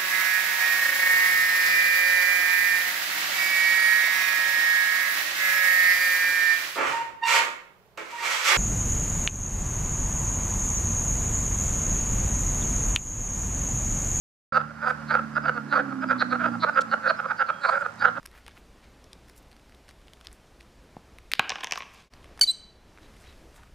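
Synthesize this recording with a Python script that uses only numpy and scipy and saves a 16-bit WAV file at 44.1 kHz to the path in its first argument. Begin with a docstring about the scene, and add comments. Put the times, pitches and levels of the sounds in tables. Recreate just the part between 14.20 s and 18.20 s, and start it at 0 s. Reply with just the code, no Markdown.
"""A swamp, with frogs croaking near the microphone: each croak is a swelling train of clicks that rings the
vocal sac and stops short. Behind them a far chorus of the same voices murmurs, a distant engine drones,
slows and picks up a little at the end, small birds whistle, insects tick, reeds rustle and noise-made air
breathes. The microphone's two ports hear most of it louder on the right; sound comes on after a short silence."""
import sys
import numpy as np
from scipy import signal
from scipy.fft import rfft, irfft
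from scipy.io import wavfile
from scipy.ndimage import uniform_filter1d

SR = 44100
rng = np.random.default_rng(int(sys.argv[2]) if len(sys.argv) > 2 else 0)


def makeup_ratio(level_db):
    """Linear amplitude ratio for a level in decibels (20 dB per factor of ten)."""
    decades = np.asarray(level_db, float) / 20
    return 10 ** decades


def to_wav(s):
    """Save 16-bit WAV."""
    ch = np.atleast_2d(s).T  # columns
    pcm = np.round(np.clip(ch, -1, 1) * 32767)  # PCM
    wavfile.write(sys.argv[1], SR, pcm.astype(np.int16))


N = 176400
T = np.arange(N) / SR


def level(x, db):
    """Scales a sound to an rms level in dB."""
    return x * makeup_ratio(db) / np.sqrt(np.mean(x ** 2))


def ring(x, hz, width_hz, times=1):
    """Resonance with gain 1 at its centre, passed one or more times."""
    b, a = signal.iirpeak(hz, hz / width_hz, fs=SR)
    for _ in range(times):
        x = signal.lfilter(b, a, x)
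    return x


def walk(rate):
    """Random levels held 1 / rate s and smoothed twice over that time."""
    hold = int(SR / rate)
    steps = np.repeat(rng.standard_normal(N // hold + 1), hold)
    return 1.23 * uniform_filter1d(uniform_filter1d(steps, hold), hold)[:N]


def along(table, hz):
    """Reads a spectrum table on a log-frequency axis."""
    table = np.array(table, float)
    return np.interp(np.log(hz + 1), np.log(table[:, 0] + 1), table[:, 1])


def add(out, sound, s):
    """Mixes a sound into out from s seconds on, cut to fit."""
    i = int(s * SR)
    first, last = max(i, 0), min(i + len(sound), N)
    if last > first:
        out[first:last] += sound[first - i:last - i]


# Spectrum of breeze and hiss around the microphone.
# Each row: frequency in [Hz], relative density in [dB per Hz].
AIR_SPECTRUM = [(18, -50.5), (30, -24.5), (190, 5), (379, -8.5), (970, -1.5), (1440, 1.5), (2180, -11.5),
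                (3490, -22.5), (4910, -20.5), (14000, -41), (15500, -66.5)]
AIR_DB = -47  # rms, before a slow waver


def air():
    """Breeze and hiss as shaped noise, partly different at the two ports, more so in the treble."""
    hz = np.fft.rfftfreq(N, 1 / SR)
    mid, side = (rfft(rng.standard_normal(N)) * makeup_ratio(along(AIR_SPECTRUM, hz)) for _ in range(2))
    side = side * np.clip(hz / 5000, .2, 1.2)
    ports = np.array([irfft(mid + side, N), irfft(mid - side, N)])
    return level(ports, AIR_DB) * makeup_ratio(walk(3))


# The distant engine over time.
# Each row: time in [s], firing rate in [Hz], level in [dB], brightness in [dB per order].
ENGINE_COURSE = [(.33,73.74,-39.5,-1),(0.598,74.92,-49,-5.5),(0.901,74.28,-41,-0.5),(1.311,73.8,-41,0),(1.501,72,-39,5.5),(1.75,66.6,-37.5,5.5),(1.948,62.44,-39.5,4),(2.381,58.4,-38,2.5),(2.478,56.76,-48.5,1.5),(2.701,56.16,-48.5,2.5),(3.121,52.26,-53,-1.5),(3.449,49.3,-67.5,-10),(3.681,50.88,-59,-7.5),(3.85,57.45,-47.5,-2.5),(4,58.6,-45.5,-2.5)]
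# Colour given by exhaust and path. Each row: frequency in [Hz], gain in [dB].
EXHAUST_COLOUR = [(50,-41),(74,-14.5),(120,-5),(148,-1.5),(188,-5),(222,1.5),(250,2.5),(295,-9.5),(330,-27.5),(400,-58)]
HALF_ORDER_DB, WAVER_DB = -13, 2.5  # half orders are weaker; random waver of each order
ROAR_HZ, ROAR_WIDTH_HZ, ROAR_DB = 270, 81, -10  # gas roar in the pipe, before brightness and level


def engine():
    """Whole and half orders of the firing rate, each wavering on its way across the marsh, and gas roar."""
    s, hz, db, brightness = np.array(ENGINE_COURSE).T
    firing_hz, tilt = np.interp(T, s, hz), np.interp(T, s, brightness)
    phase = 2 * np.pi * np.cumsum(firing_hz * (1 + 0.0017 * walk(8.5))) / SR
    tone = np.zeros(N)
    for order in np.arange(2, 13) / 2:
        order_db = along(EXHAUST_COLOUR, order * firing_hz)
        order_db = order_db + 2 * HALF_ORDER_DB * (order % 1)  # order % 1 is 0 or 0.5
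        order_db = order_db + tilt * (order - 3) + WAVER_DB * walk(15)
        tone += makeup_ratio(order_db) * np.sin(order * phase + 2 * np.pi * rng.random())
    roar = level(ring(rng.standard_normal(N), ROAR_HZ, ROAR_WIDTH_HZ, times=2), 0)
    return (tone + makeup_ratio(ROAR_DB + tilt) * roar) * makeup_ratio(np.interp(T, s, db))


# Thin whistles of small birds.
# Each row: start in [s], length in [s], start pitch in [Hz], end pitch in [Hz], level in [dB].
BIRD_WHISTLES = [(2.22,.09,3150,3300,-60),(3.295,.14,3290,3250,-57),(3.78,.045,3900,3750,-55)]


def bird_whistles():
    """Gliding sines with a slight random flutter of pitch and level."""
    out = np.zeros(N)
    for s, length, start_hz, end_hz, db in BIRD_WHISTLES:
        u = np.clip((T - s) / length, 0, 1)
        hz = (start_hz + (end_hz - start_hz) * u) * (1 + .006 * walk(150))
        envelope = makeup_ratio(db + 2.5 * walk(90)) * np.sin(np.pi * u) ** .5
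        out += envelope * np.sin(2 * np.pi * np.cumsum(hz) / SR)
    return out


# Rustling reeds, and one slow, broad swell of airy hiss in the treble around 2 to 3 s. # Each row: time of the
# peak in [s], rise in [s], fall in [s], centre in [Hz], # width in [Hz], level of the noise in [dB].
RUSTLES_AND_HISS = [(.695,.03,.025,6000,6000,-56.5),(2.5,.6,.45,7000,4000,-71),(3.44,.035,.12,7600,1200,-65),(3.5,.07,.17,7000,4500,-61)]


def rustles_and_hiss():
    """Flickering bands of noise that swell and fade, partly different at the two ports."""
    out = np.zeros((2, N))
    for s, rise, fall, hz, width_hz, db in RUSTLES_AND_HISS:
        noise = rng.standard_normal(N) + .9 * rng.standard_normal((2, N))
        noise = noise * makeup_ratio(3 * walk(300))
        swell = np.exp(-((T - s) / np.where(T < s, rise, fall)) ** 2)
        out += level(ring(noise, hz, width_hz, times=2), db) * swell
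    return out


SNAP_S, SNAP_LENGTH_S, SNAP_HZ, SNAP_DB = 2.608, .015, 4400, -41


def reed_snap():
    """A reed cracks: one short, abruptly gated burst of broad-band noise."""
    noise = ring(rng.standard_normal(N), SNAP_HZ, 7000, times=4)
    return level(noise, SNAP_DB) * (T > SNAP_S) * (T < SNAP_S + SNAP_LENGTH_S)


TICKS_S, TICK_GAP_S, TICK_HZ, TICK_DB = 3.72, .0188, 6800, -43


def insect_ticks():
    """Six evenly spaced specks of noise, each about 2 ms long, through a treble resonance."""
    ticks = np.zeros(N)
    for k in range(6):
        add(ticks, rng.standard_normal(90) * np.hanning(90), TICKS_S + k * TICK_GAP_S)
    return makeup_ratio(TICK_DB) * ring(ticks, TICK_HZ, 2500, times=2)


# Throat resonances beside the sac, before they vary from croak to croak.
# Each row: centre in [Hz], width in [Hz], gain in [dB].
THROAT_RESONANCES = [(531, 154, -16.5), (661, 347, -11.5), (862, 210, -18), (2022, 620, -27.5),
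                     (2502, 390, -28.5), (3130, 1600, -31), (8500, 21000, -51.5)]
THROAT_SPREAD, THROAT_SPREAD_DB = .07, 1.5  # from croak to croak: share of the centre, dB
LATE_THROAT_S = .005  # lag of the resonances below the sac
SWELL_DB, STOP_S = 16, 0.0052  # rise over one swell, time constant of the fade after the end
CLICK_JITTER, CLICK_SPREAD_DB = .05, 2.5  # share of the gap between clicks, dB from click to click
CROAK_DB = -4  # added to every croak's level
# A voice lies between dull and bright by its treble in dB; each pair below is for dull, bright.
VOICE_TREBLE_DB, RASP_DB = [-30, -18], [-13, -16]
SAC_WIDTH_HZ, TREBLE_LEAD_S = [312, 440], [0.02, 0.014]  # the treble peaks before the end
TREBLE_WIDTH_HZ = [920, 410]  # for treble at 4.3 and at 5 kHz
TREBLE_SPAN = 0.82  # share of the swell


def croak(db, swell, clicks_hz, sac_hz, treble_db, treble_hz):
    """Uneven clicks and rasp ring sac, throat and treble; the sound starts .1 s before the croak's end."""
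    t = np.arange(int(.14 * SR)) / SR - .1
    gap_chance, level_chance = rng.standard_normal((40, 2)).T
    gaps = (1 + CLICK_JITTER * gap_chance) / clicks_hz
    when = 2 * gaps[0] - np.cumsum(gaps)  # counted back from one gap after the end
    when = when[when > -.09]
    clicks = np.zeros(len(t))
    clicks[((when + .1) * SR).astype(int)] = makeup_ratio(CLICK_SPREAD_DB * level_chance[:len(when)])
    rasp = makeup_ratio(np.interp(treble_db, VOICE_TREBLE_DB, RASP_DB)) * rng.standard_normal(len(t))
    drive = level(clicks, 0) + rasp

    def stop(u):
        return np.exp(-np.maximum(u, 0) / STOP_S)

    def effort(u):
        return makeup_ratio(-SWELL_DB * (np.minimum(u, 0) / swell) ** 2) * stop(u)

    def voiced(shape, hz, width_hz, count=2):
        # the gain makes up for the noise power that a narrow band loses
        return ring(drive * shape, hz, width_hz, times=count) * np.sqrt(SR / width_hz / 2)

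    sac_width_hz = np.interp(treble_db, VOICE_TREBLE_DB, SAC_WIDTH_HZ)
    sound = ring(voiced(effort(t), sac_hz, sac_width_hz), sac_hz, 900)
    chances = rng.standard_normal((len(THROAT_RESONANCES), 2))
    for (hz, width_hz, gain_db), (a, b) in zip(THROAT_RESONANCES, chances):
        shape = effort(t - LATE_THROAT_S * (hz < sac_hz))
        throat = voiced(shape, hz * (1 + THROAT_SPREAD * b), width_hz)
        sound -= makeup_ratio(gain_db + THROAT_SPREAD_DB * a) * throat
    lead = np.interp(treble_db, VOICE_TREBLE_DB, TREBLE_LEAD_S)
    early = np.exp(-((t + lead) / (TREBLE_SPAN * swell)) ** 2) * stop(t)
    treble_width_hz = np.interp(treble_hz, [4300, 5000], TREBLE_WIDTH_HZ)
    sound += makeup_ratio(treble_db) * voiced(early, treble_hz, treble_width_hz, count=3)
    return makeup_ratio(db + CROAK_DB) * sound


FAR_PER_S, FAR_DB, FAR_SPREAD_DB = 36, -42, -1  # levels before CROAK_DB; louder ones get a lower treble


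def far_chorus():
    """Many faint croaks at random times merge into a murmur."""
    far = np.zeros(N)
    count = int(FAR_PER_S * 4)
    for u, a, b in zip(rng.random(count), *rng.standard_normal((2, count))):
        voice = croak(FAR_DB + FAR_SPREAD_DB * a, 0.052, 280, 1400 + 60 * b, -32.0, 4750 + 200 * a)
        add(far, voice, N / SR * u - .1)
    return far


# Croaks close to the microphone. Each row: end in [s], level in [dB] before CROAK_DB, swell in [s],
# click rate in [Hz], sac resonance in [Hz], treble gain in [dB], treble resonance in [Hz].
NEAR_CROAKS = [(0.334,-22,0.21,266.4,1385,-40,4170),(0.379,-12.5,0.04,256.7,1344,-30.5,4700),(0.417,-28.5,0.049,266.5,1343,-32,4900),(0.648,-23.5,0.034,296,1407,-38,5070),(0.683,-18,0.04,266.7,1370,-34,4780),(0.71,-17,0.027,258.1,1425,-28.5,4800),
               (0.922,-17.5,0.027,298.2,1420,-25.5,4270),(.955,-13.5,0.028,256.5,1408,-29,4660),(0.972,-20.5,0.018,263.2,1383,-37,4360),(0.997,-23.5,0.019,267.8,1354,-43,4700),(1.182,-18.5,0.027,294.8,1386,-32,4930),(1.263,-20,0.024,321.4,1405,-34,4950),(1.297,-16,0.028,258.3,1417,-31,4690),
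               (1.385,-24.5,0.039,245.2,1365,-32,4560),(1.542,-18,0.029,290.3,1403,-25,4140),(1.578,-16.5,0.047,255.4,1306,-27.5,4580),(1.61,-21.5,0.078,258.2,1490,-46.5,4600),(1.73,-29.5,0.023,259.5,1280,-33,4450),(1.843,-22,0.027,309.6,1410,-32,4980),(1.92,-15,0.029,273.2,1415,-32,4870),
               (1.932,-20,0.018,255.7,1410,-41,4750),(1.966,-31,0.02,272,1244,-40.5,4880),(2.027,-13.5,0.022,307,1425,-16.5,4180),(2.137,-19.5,0.026,259.6,1370,-23,4220),(2.163,-23.5,0.046,252.3,1362,-28.5,4290),(2.224,-21.5,0.032,325,1447,-47,4600),(2.265,-17,0.039,315.4,1380,-46,4680),
               (2.288,-26.5,0.046,271.4,1384,-29,4860),(2.356,-30,0.046,269.8,1350,-31,4800),(2.446,-14.5,0.025,317.8,1263,-15,4120),(2.498,-19.5,0.043,295.5,1394,-42,5100),(2.568,-21.5,0.017,270,1396,-28,4820),(2.592,-12.5,0.032,267,1396,-37,4860),
               (2.743,-15,0.026,277,1384,-28,4350),(2.883,-17,0.048,264.4,1457,-39.5,4470),(2.911,-14.5,0.022,319.3,1400,-17,4340),(3.004,-22,0.025,281.5,1370,-28.5,5070),(3.062,-24.5,0.031,257,1266,-56,4650),(3.121,-19,0.034,301.2,1410,-35,4920),(3.209,-19,0.022,286.5,1460,-29,4670),
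               (3.226,-13.5,0.026,272.4,1416,-33,4850),(3.307,-16,0.022,277.7,1346,-32.5,4360),(3.46,-16.5,0.027,271,1400,-22,4160),(3.5,-16.5,0.031,327.3,1236,-20,4400),(3.539,-19,0.035,260,1400,-36,4840),(3.557,-22,0.024,279.6,1514,-43,4900),(3.58,-22,0.057,267,1417,-35,4900),(3.63,-25.5,0.038,291,1420,-32.5,4900),
               (3.665,-22.5,0.021,246.6,1360,-36,4300),(3.83,-19.5,0.022,288.7,1475,-23,4630),(3.857,-11,0.019,269.8,1440,-32,4820),(3.89,-19.5,0.076,247.3,1377,-33.5,4080),(3.981,-24,0.021,278.2,1360,-49,4720)]


def near_croaks():
    """Each near frog croaks at its time."""
    near = np.zeros(N)
    for end, *voice in NEAR_CROAKS:
        add(near, croak(*voice), end - .103)  # 3 ms early, as the sac rings on a little
    return near


VOICE_LOW_HZ, VOICE_TOP_HZ = 450, 13000
POND_T60_S, POND_DB = 0.31, -11.5


def frogs():
    """Near croaks and far chorus with the short echo of the banks, a different noise tail at each port."""
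    band = signal.butter(4, [VOICE_LOW_HZ, VOICE_TOP_HZ], 'band', fs=SR, output='sos')
    direct = signal.sosfilt(band, near_croaks() + far_chorus())
    t = T[:int(.5 * SR)]
    echoes = []
    for _ in range(2):
        tail = rng.standard_normal(len(t)) * makeup_ratio(-60 * t / POND_T60_S) * (t > .006)
        echoes.append(signal.fftconvolve(direct, tail / np.sqrt(np.sum(tail ** 2)))[:N])
    return direct + makeup_ratio(POND_DB) * np.array(echoes)


def scene():
    """The swamp from its background to the near frogs."""
    return air() + engine() + bird_whistles() + rustles_and_hiss() + reed_snap() + insect_ticks() + frogs()


def low_pass(x):
    """Removes everything above the highest recorded frequency."""
    return signal.sosfilt(signal.butter(12, 15720, fs=SR, output="sos"), x)


# Left port of the microphone against the right. Each row: frequency in [Hz], level difference in [dB].
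LEFT_OVER_RIGHT = [(60,5.5),(110,0),(200,-6.5),(380,-8.5),(1290,-6.5),(2380,-6),(4400,-0.5),(8120,-4),(15000,2.5)]
# Lead of the left port over the right. Each row: frequency in [Hz], phase in [radians].
LEFT_PHASE_LEAD = [(60,0.23),(260,-0.78),(520,0.89),(1550,0.61),(2410,1),(4050,0.28),(15000,1)]
START_S = .322


def record(dry):
    """The ports differ in level and phase by band; sound comes on within 3 ms after a silence."""
    hz = np.fft.rfftfreq(N, 1 / SR)
    # half of the difference goes to each port
    half = makeup_ratio(along(LEFT_OVER_RIGHT, hz) / 2) * np.exp(.5j * along(LEFT_PHASE_LEAD, hz))
    ports = np.array([half, 1 / half])
    ports = ports * 2 / np.abs(ports.sum(0))  # keeps the sum of both ports even over frequency
    heard = irfft(rfft(dry) * ports, N)
    mix = heard * np.clip((T - START_S) / .003, 0, 1)
    return low_pass(mix)


dry = scene()
out = record(dry)
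to_wav(out)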